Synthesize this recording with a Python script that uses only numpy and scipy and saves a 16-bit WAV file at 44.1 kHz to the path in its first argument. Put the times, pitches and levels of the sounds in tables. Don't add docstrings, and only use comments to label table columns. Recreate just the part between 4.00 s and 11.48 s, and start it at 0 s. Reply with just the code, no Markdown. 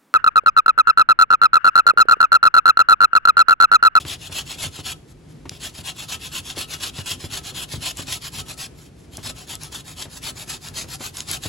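import sys
import numpy as np
from scipy import signal
from scipy.fft import rfft, irfft
from scipy.io import wavfile

SR = 44100
rng = np.random.default_rng(int(sys.argv[2]) if len(sys.argv) > 2 else 0)


def wav_record(signal):
    frames = np.transpose(np.atleast_2d(signal))
    bounded = np.clip(frames, -1, 1)
    quanta = np.round(bounded * 32767).astype(np.int16)
    wavfile.write(sys.argv[1], SR, quanta)


N = 329868

# cut_start_s, cut_length_s, cut_level_db, return_level_db
ROUND_TRIPS = [(0.032, 0.15, -26.5, -34.5), (0.29, 0.16, -25.5, -36.5), (0.555, 0.15, -24, -31.5),
               (0.815, 0.14, -24.5, -35), (1.575, 0.152, -30.5, -41), (1.814, 0.13, -29, -34.5),
               (2.057, 0.13, -27, -33.5), (2.29, 0.14, -27.5, -33), (2.533, 0.14, -25.5, -30.5),
               (2.772, 0.15, -25, -32.5), (3.029, 0.15, -25.5, -32.5), (3.273, 0.15, -26.5, -32.5),
               (3.515, 0.16, -26.5, -30.5), (3.771, 0.18, -26, -31), (4.035, 0.17, -25.5, -31),
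               (4.288, 0.16, -28, -30.5), (4.545, 0.15, -28.5, -34), (5.2, 0.14, -27.5, -40),
               (5.447, 0.14, -32, -38.5), (5.682, 0.16, -31.5, -35.5), (5.935, 0.15, -31.5, -35.5),
               (6.19, 0.15, -29, -34.5), (6.447, 0.15, -27.5, -33), (6.711, 0.16, -26.5, -35),
               (6.966, 0.16, -29, -29), (7.233, 0.17, -25, -32.5), (7.5, 0.15, -19, -28.5)]
# mode_hz, width_hz, relative_level_db
BOARD_MODES = [(88.2, 16.3, 1), (147.6, 60, -5.5), (248.3, 13, -5)]


def undb(db):
    return 10 ** (np.asarray(db) / 20)


def unit(x):
    return x / np.sqrt(np.mean(x ** 2))


def freqs():
    return np.maximum(np.arange(N // 2 + 1) * SR / N, 1)


def along(points):
    hz, value = np.transpose(points)
    return np.interp(np.log(freqs()), np.log(hz), value)


def colour(points):
    cepstrum = irfft(np.log(unit(undb(along(points)))), N)
    cepstrum[1:N // 2] *= 2
    cepstrum[N // 2 + 1:] = 0
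    return np.exp(rfft(cepstrum))


def resonator(modes):
    f = freqs()
    response = 0
    for k, (hz, width, db) in enumerate(modes):
        detuning = (f * f - hz * hz) / (f * width)
        response = response + (-1) ** k * undb(db) / (1 + 1j * detuning)
    return response / np.sqrt(np.mean(np.abs(response) ** 2))


def through(x, response):
    return irfft(rfft(x) * response, N)


def walk(rate):
    points = rng.standard_normal(N // 8)
    return unit(np.interp(np.arange(N) / SR * rate, np.arange(len(points)), points))


def add(track, start_s, sound):
    part = track[max(int(start_s * SR), 0):][:len(sound)]
    part += sound[:len(part)]


def burst(decay_s, size=4096):
    push = rng.standard_normal(size) * np.exp(-np.arange(size) / SR / decay_s)
    return push / np.linalg.norm(push)


def grating(crunch_db=0.5, sheet_db=5.0, frame_db=-21, frame_law=0.86, board_db=-30, board_law=0.62):
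    # frequency_hz, relative_level_db
    crunch_shape = [(145, -3), (510, -8), (1330, -2.5), (2000, -4), (2600, 0), (4000, 0.9), (5200, 1.5),
                    (5900, -2), (7000, 1.6), (9500, -4), (11500, 0.5), (15800, -0.5)]
    # mode_hz, width_hz, relative_level_db
    sheet_modes = [(2627, 270, -8.5), (2953, 204, 2.5), (3220, 250, 0.5), (3358, 200, 5), (4260, 95, -10.5)]
    # mode_hz, width_hz, relative_level_db
    frame_modes = [(240, 12, -7.5), (396.3, 16, 7.5), (617, 38, 0.5), (737, 49, 10), (1049, 54, -1),
                   (1295, 15.5, 11.5), (1783, 170, -11)]
    speed, force, ring = hand(swell=1.94)
    tear = tearing(speed)
    crunch = undb(crunch_db) * through(tear * force, colour(crunch_shape))
    sheet = undb(sheet_db) * through(tear * ring, resonator(sheet_modes))
    frame = undb(frame_db) * through(tear * force ** frame_law, resonator(frame_modes))
    shaking = rng.standard_normal(N) * force ** board_law
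    board = undb(board_db) * through(shaking, resonator(BOARD_MODES))
    return crunch + sheet + frame + board


def tearing(speed, slow_rate=2500, fast_rate=9000, spread_db=3, hiss=0.57,
            catch_db=0.74, catch_rate=260, drag_db=1.84, drag_rate=80):
    chance = (slow_rate + fast_rate * speed) / SR
    sizes = undb(spread_db * np.minimum(rng.exponential(size=N), 5))
    signed_sizes = sizes * rng.choice([-1, 1], N)
    cells = unit((rng.random(N) < chance) * signed_sizes / np.sqrt(chance))
    wet_slide = hiss * rng.standard_normal(N)
    grip_db = catch_db * walk(catch_rate) + drag_db * walk(drag_rate)
    return unit((cells + wet_slide) * undb(grip_db))


def hand(swell):
    bite_speed, bite_width = 0.53, 0.022
    t = np.arange(N) / SR
    speed, force, ring = np.zeros((3, N))
    for start, end, db, ring_db, fastest, slide_db in strokes():
        span = (t > start) & (t < end)
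        progress = np.interp((t[span] - start) / (end - start), [0, fastest, 1], [0, .5, 1])
        arc = np.abs(np.sin(np.pi * progress))
        sliding = .5 - .5 * np.tanh((arc - bite_speed) / bite_width)
        strength = undb(db + slide_db * sliding) * arc ** swell
        speed[span] += arc
        force[span] += strength
        ring[span] += strength * undb(ring_db)
    return speed, force, ring


def strokes():
    # time_s, cut_ring_db, return_ring_db
    sheet_ring = [(0, -9.5, -8.5), (3.9, -9, -11), (4.5, -13.5, -12), (5.7, -11.5, -15), (6.4, -12, -31),
                  (6.85, -16.5, -42), (7.4, -12, -11.5)]
    # start_s, length_s, relative_level_db
    brushes = [(1.058, 0.078, -47.5), (1.255, 0.085, -54), (4.707, 0.2, -46.5), (4.926, 0.15, -54)]
    cut_fastest, return_fastest, brush_fastest = 0.54, 0.58, 0.74
    cut_slide_db, return_slide_db, brush_ring_db = -5, -2.5, -17
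    rest_s, restart_s, leave_overlap_s, arrive_overlap_s = 0.3, 0.11, 0.016, 0.024

    times, cut_ring, return_ring = np.transpose(sheet_ring)
    moves, last_end = [], -np.inf
    for s, length, cut_db, return_db in ROUND_TRIPS:
        back = s - restart_s if s - last_end > rest_s else last_end - leave_overlap_s
        last_end = s + length
        back_ring_db = np.interp(back, times, return_ring)
        cut_ring_db = np.interp(s + length / 2, times, cut_ring)
        moves.append((back, s + arrive_overlap_s, return_db, back_ring_db, return_fastest, return_slide_db))
        moves.append((s, last_end, cut_db, cut_ring_db, cut_fastest, cut_slide_db))
    for s, length, db in brushes:
        moves.append((s, s + length, db, brush_ring_db, brush_fastest, return_slide_db))
    return moves


def roaming(x, shared_db=-4, wide_db=-11.5, ring_s=0.0039, size=4096):
    shared, wide = np.zeros((2, N))
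    for i in range(0, N - size // 2, size // 2):
        piece = x[i:i + size] * np.hanning(size)[:N - i]
        add(shared, i / SR, signal.fftconvolve(piece, undb(shared_db) * burst(ring_s)))
        add(wide, i / SR, signal.fftconvolve(piece, undb(wide_db) * burst(ring_s)))
    # (Hz, dB)
    side_shape = [(120, 0), (600, 9.0), (1400, 11.5), (3200, 4.5), (6000, 3.5), (9500, -17)]
    wide = through(wide, undb(along(side_shape)))
    return (x + shared + wide * np.array([[1], [-1]])) / np.hypot(1, undb(shared_db))


def snaps(crack_db=20, spread=1.73, decay_s=0.0012, size=1024):
    # start_s, relative_level_db, centre_hz
    skin_cracks = [(0.0508, -33, 2284), (1.4942, -24, 4640), (1.6346, -31, 4100), (2.126, -30, 4860),
                   (2.502, -27, 3270), (3.9713, -28, 6800), (5.1709, -25, 9000), (5.5536, -24.5, 8100),
                   (5.6346, -25.5, 9450), (6.686, -30.5, 5000), (6.9568, -33, 6700), (7.17, -24.5, 6160),
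                   (7.2048, -22, 4270), (7.3137, -17, 8500), (7.459, -32.5, 5800)]
    track = np.zeros(N)
    for s, db, hz in skin_cracks:
        band = signal.butter(2, [hz / spread, hz * spread], "band", fs=SR, output="sos")
        crack = signal.sosfilt(band, burst(decay_s, size=size))
        add(track, s, undb(crack_db + db) * crack / np.linalg.norm(crack))
    return track


def knocks(thud_db=4, clack_db=28, push_s=0.0013, rattle_s=0.013, size=2048):
    # start_s, relative_level_db, clack_re_thud_db
    hard_knocks = [(0.051, -25.5, -9.5), (0.296, -30.5, -10), (0.664, -29, -12), (0.788, -28, -8.5),
                   (1.455, -30.5, -6.5), (1.514, -29.5, -13), (1.787, -30.5, -12), (2.57, -31, 0.5),
                   (2.986, -21, -12), (3.238, -23.5, -11), (3.737, -19.5, -11.5), (3.775, -24, -30),
                   (3.99, -34.5, 2), (5.181, -27.5, -9.5), (6.055, -33.5, -4.5), (6.841, -32, -6),
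                   (7.006, -33.5, 0), (7.454, -22.5, -9)]
    # frequency_hz, relative_level_db
    clack_shape = [(85, -2.5), (270, 6), (600, -4), (950, -6.5), (2600, -14.5), (8000, -29)]
    thuds, clacks = np.zeros((2, N))
    age = np.arange(size) / SR / push_s
    push = (1 - age) * np.exp(-age)
    for s, db, hard_db in list(hard_knocks) + bumps():
        add(thuds, s, undb(db) * push / np.linalg.norm(push))
        add(clacks, s, undb(db + hard_db) * burst(rattle_s))
    thud = undb(thud_db) * through(thuds, resonator(BOARD_MODES))
    return thud + undb(clack_db) * through(clacks, colour(clack_shape))


def bumps(level_db=-10, scatter_db=1, hard_db=-9.5):
    place = rng.random(len(ROUND_TRIPS))
    scatter = scatter_db * rng.standard_normal(len(ROUND_TRIPS))
    return [(s + length * p, cut_db + level_db + z, hard_db)
            for (s, length, cut_db, _), p, z in zip(ROUND_TRIPS, place, scatter)]


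def kitchen(x, room_db=-19, t60_s=0.33):
    t = np.arange(SR // 2) / SR
    tails = [burst(t60_s / np.log(1000), size=len(t)) * (t > .004) for _ in x]
    wet = np.array([signal.fftconvolve(channel, tail)[:N] for channel, tail in zip(x, tails)])
    room_shape = [(120, 3.1), (280, 11.7), (1400, 2.3), (3500, 0.23), (12000, 1)]  # (Hz, dB)
    return x + through(wet, undb(room_db + along(room_shape)))


def background(db=-44.0, waver_db=1.12, waver_rate=11):
    # frequency_hz, relative_level_db
    rumble_shape = [(21, -42), (36, -10.5), (61, 3.5), (94, -1.5), (154, 3.5), (202, -9), (252, -5),
                    (390, -10), (600, -19.5), (1020, -26), (2520, -30), (8050, -36.5), (15900, -40)]
    mid, side = rng.standard_normal((2, N))
    side_shape = [(62, -15.0), (155, -23.0), (410, -1.5), (1050, -5.0)]  # (Hz, dB)
    side = through(side, undb(along(side_shape)))
    noise = through(mid + side * np.array([[1], [-1]]), colour(rumble_shape))
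    return unit(noise) * undb(db + waver_db * walk(waver_rate))


def scene():
    return kitchen(roaming(grating()) + snaps() + knocks()) + background()


def record(dry, shelf_db=-14.0, top_hz=15850):
    # frequency_hz, left_minus_right_db
    channel_tilt = [(60, -0.5), (150, 1.5), (250, -2), (600, 3), (1200, 1), (2000, 2.5), (3300, 2.5),
                    (5000, 1.6), (8000, -1)]
    # frequency_hz, left_lead_rad
    channel_phase = [(20, 0), (700, .5), (2200, -.2), (2900, .5), (3700, 0), (8100, 0), (8500, -3.1),
                     (9400, -3.1), (9800, -6.2), (11800, -6.3), (12200, -9.4), (13600, -9.4),
                     (14000, -12.6)]
    shelf = undb(shelf_db * np.clip((freqs() - 11400) / 500, 0, 1))
    left = undb(along(channel_tilt) / 2)
    right = np.exp(-1j * along(channel_phase)) / left
    heard = through(dry, shelf * np.array([left, right]))
    lowpass = signal.ellip(10, .2, 80, top_hz, fs=SR, output="sos")
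    return signal.sosfilt(lowpass, heard)


dry = scene()
out = record(dry)
wav_record(out)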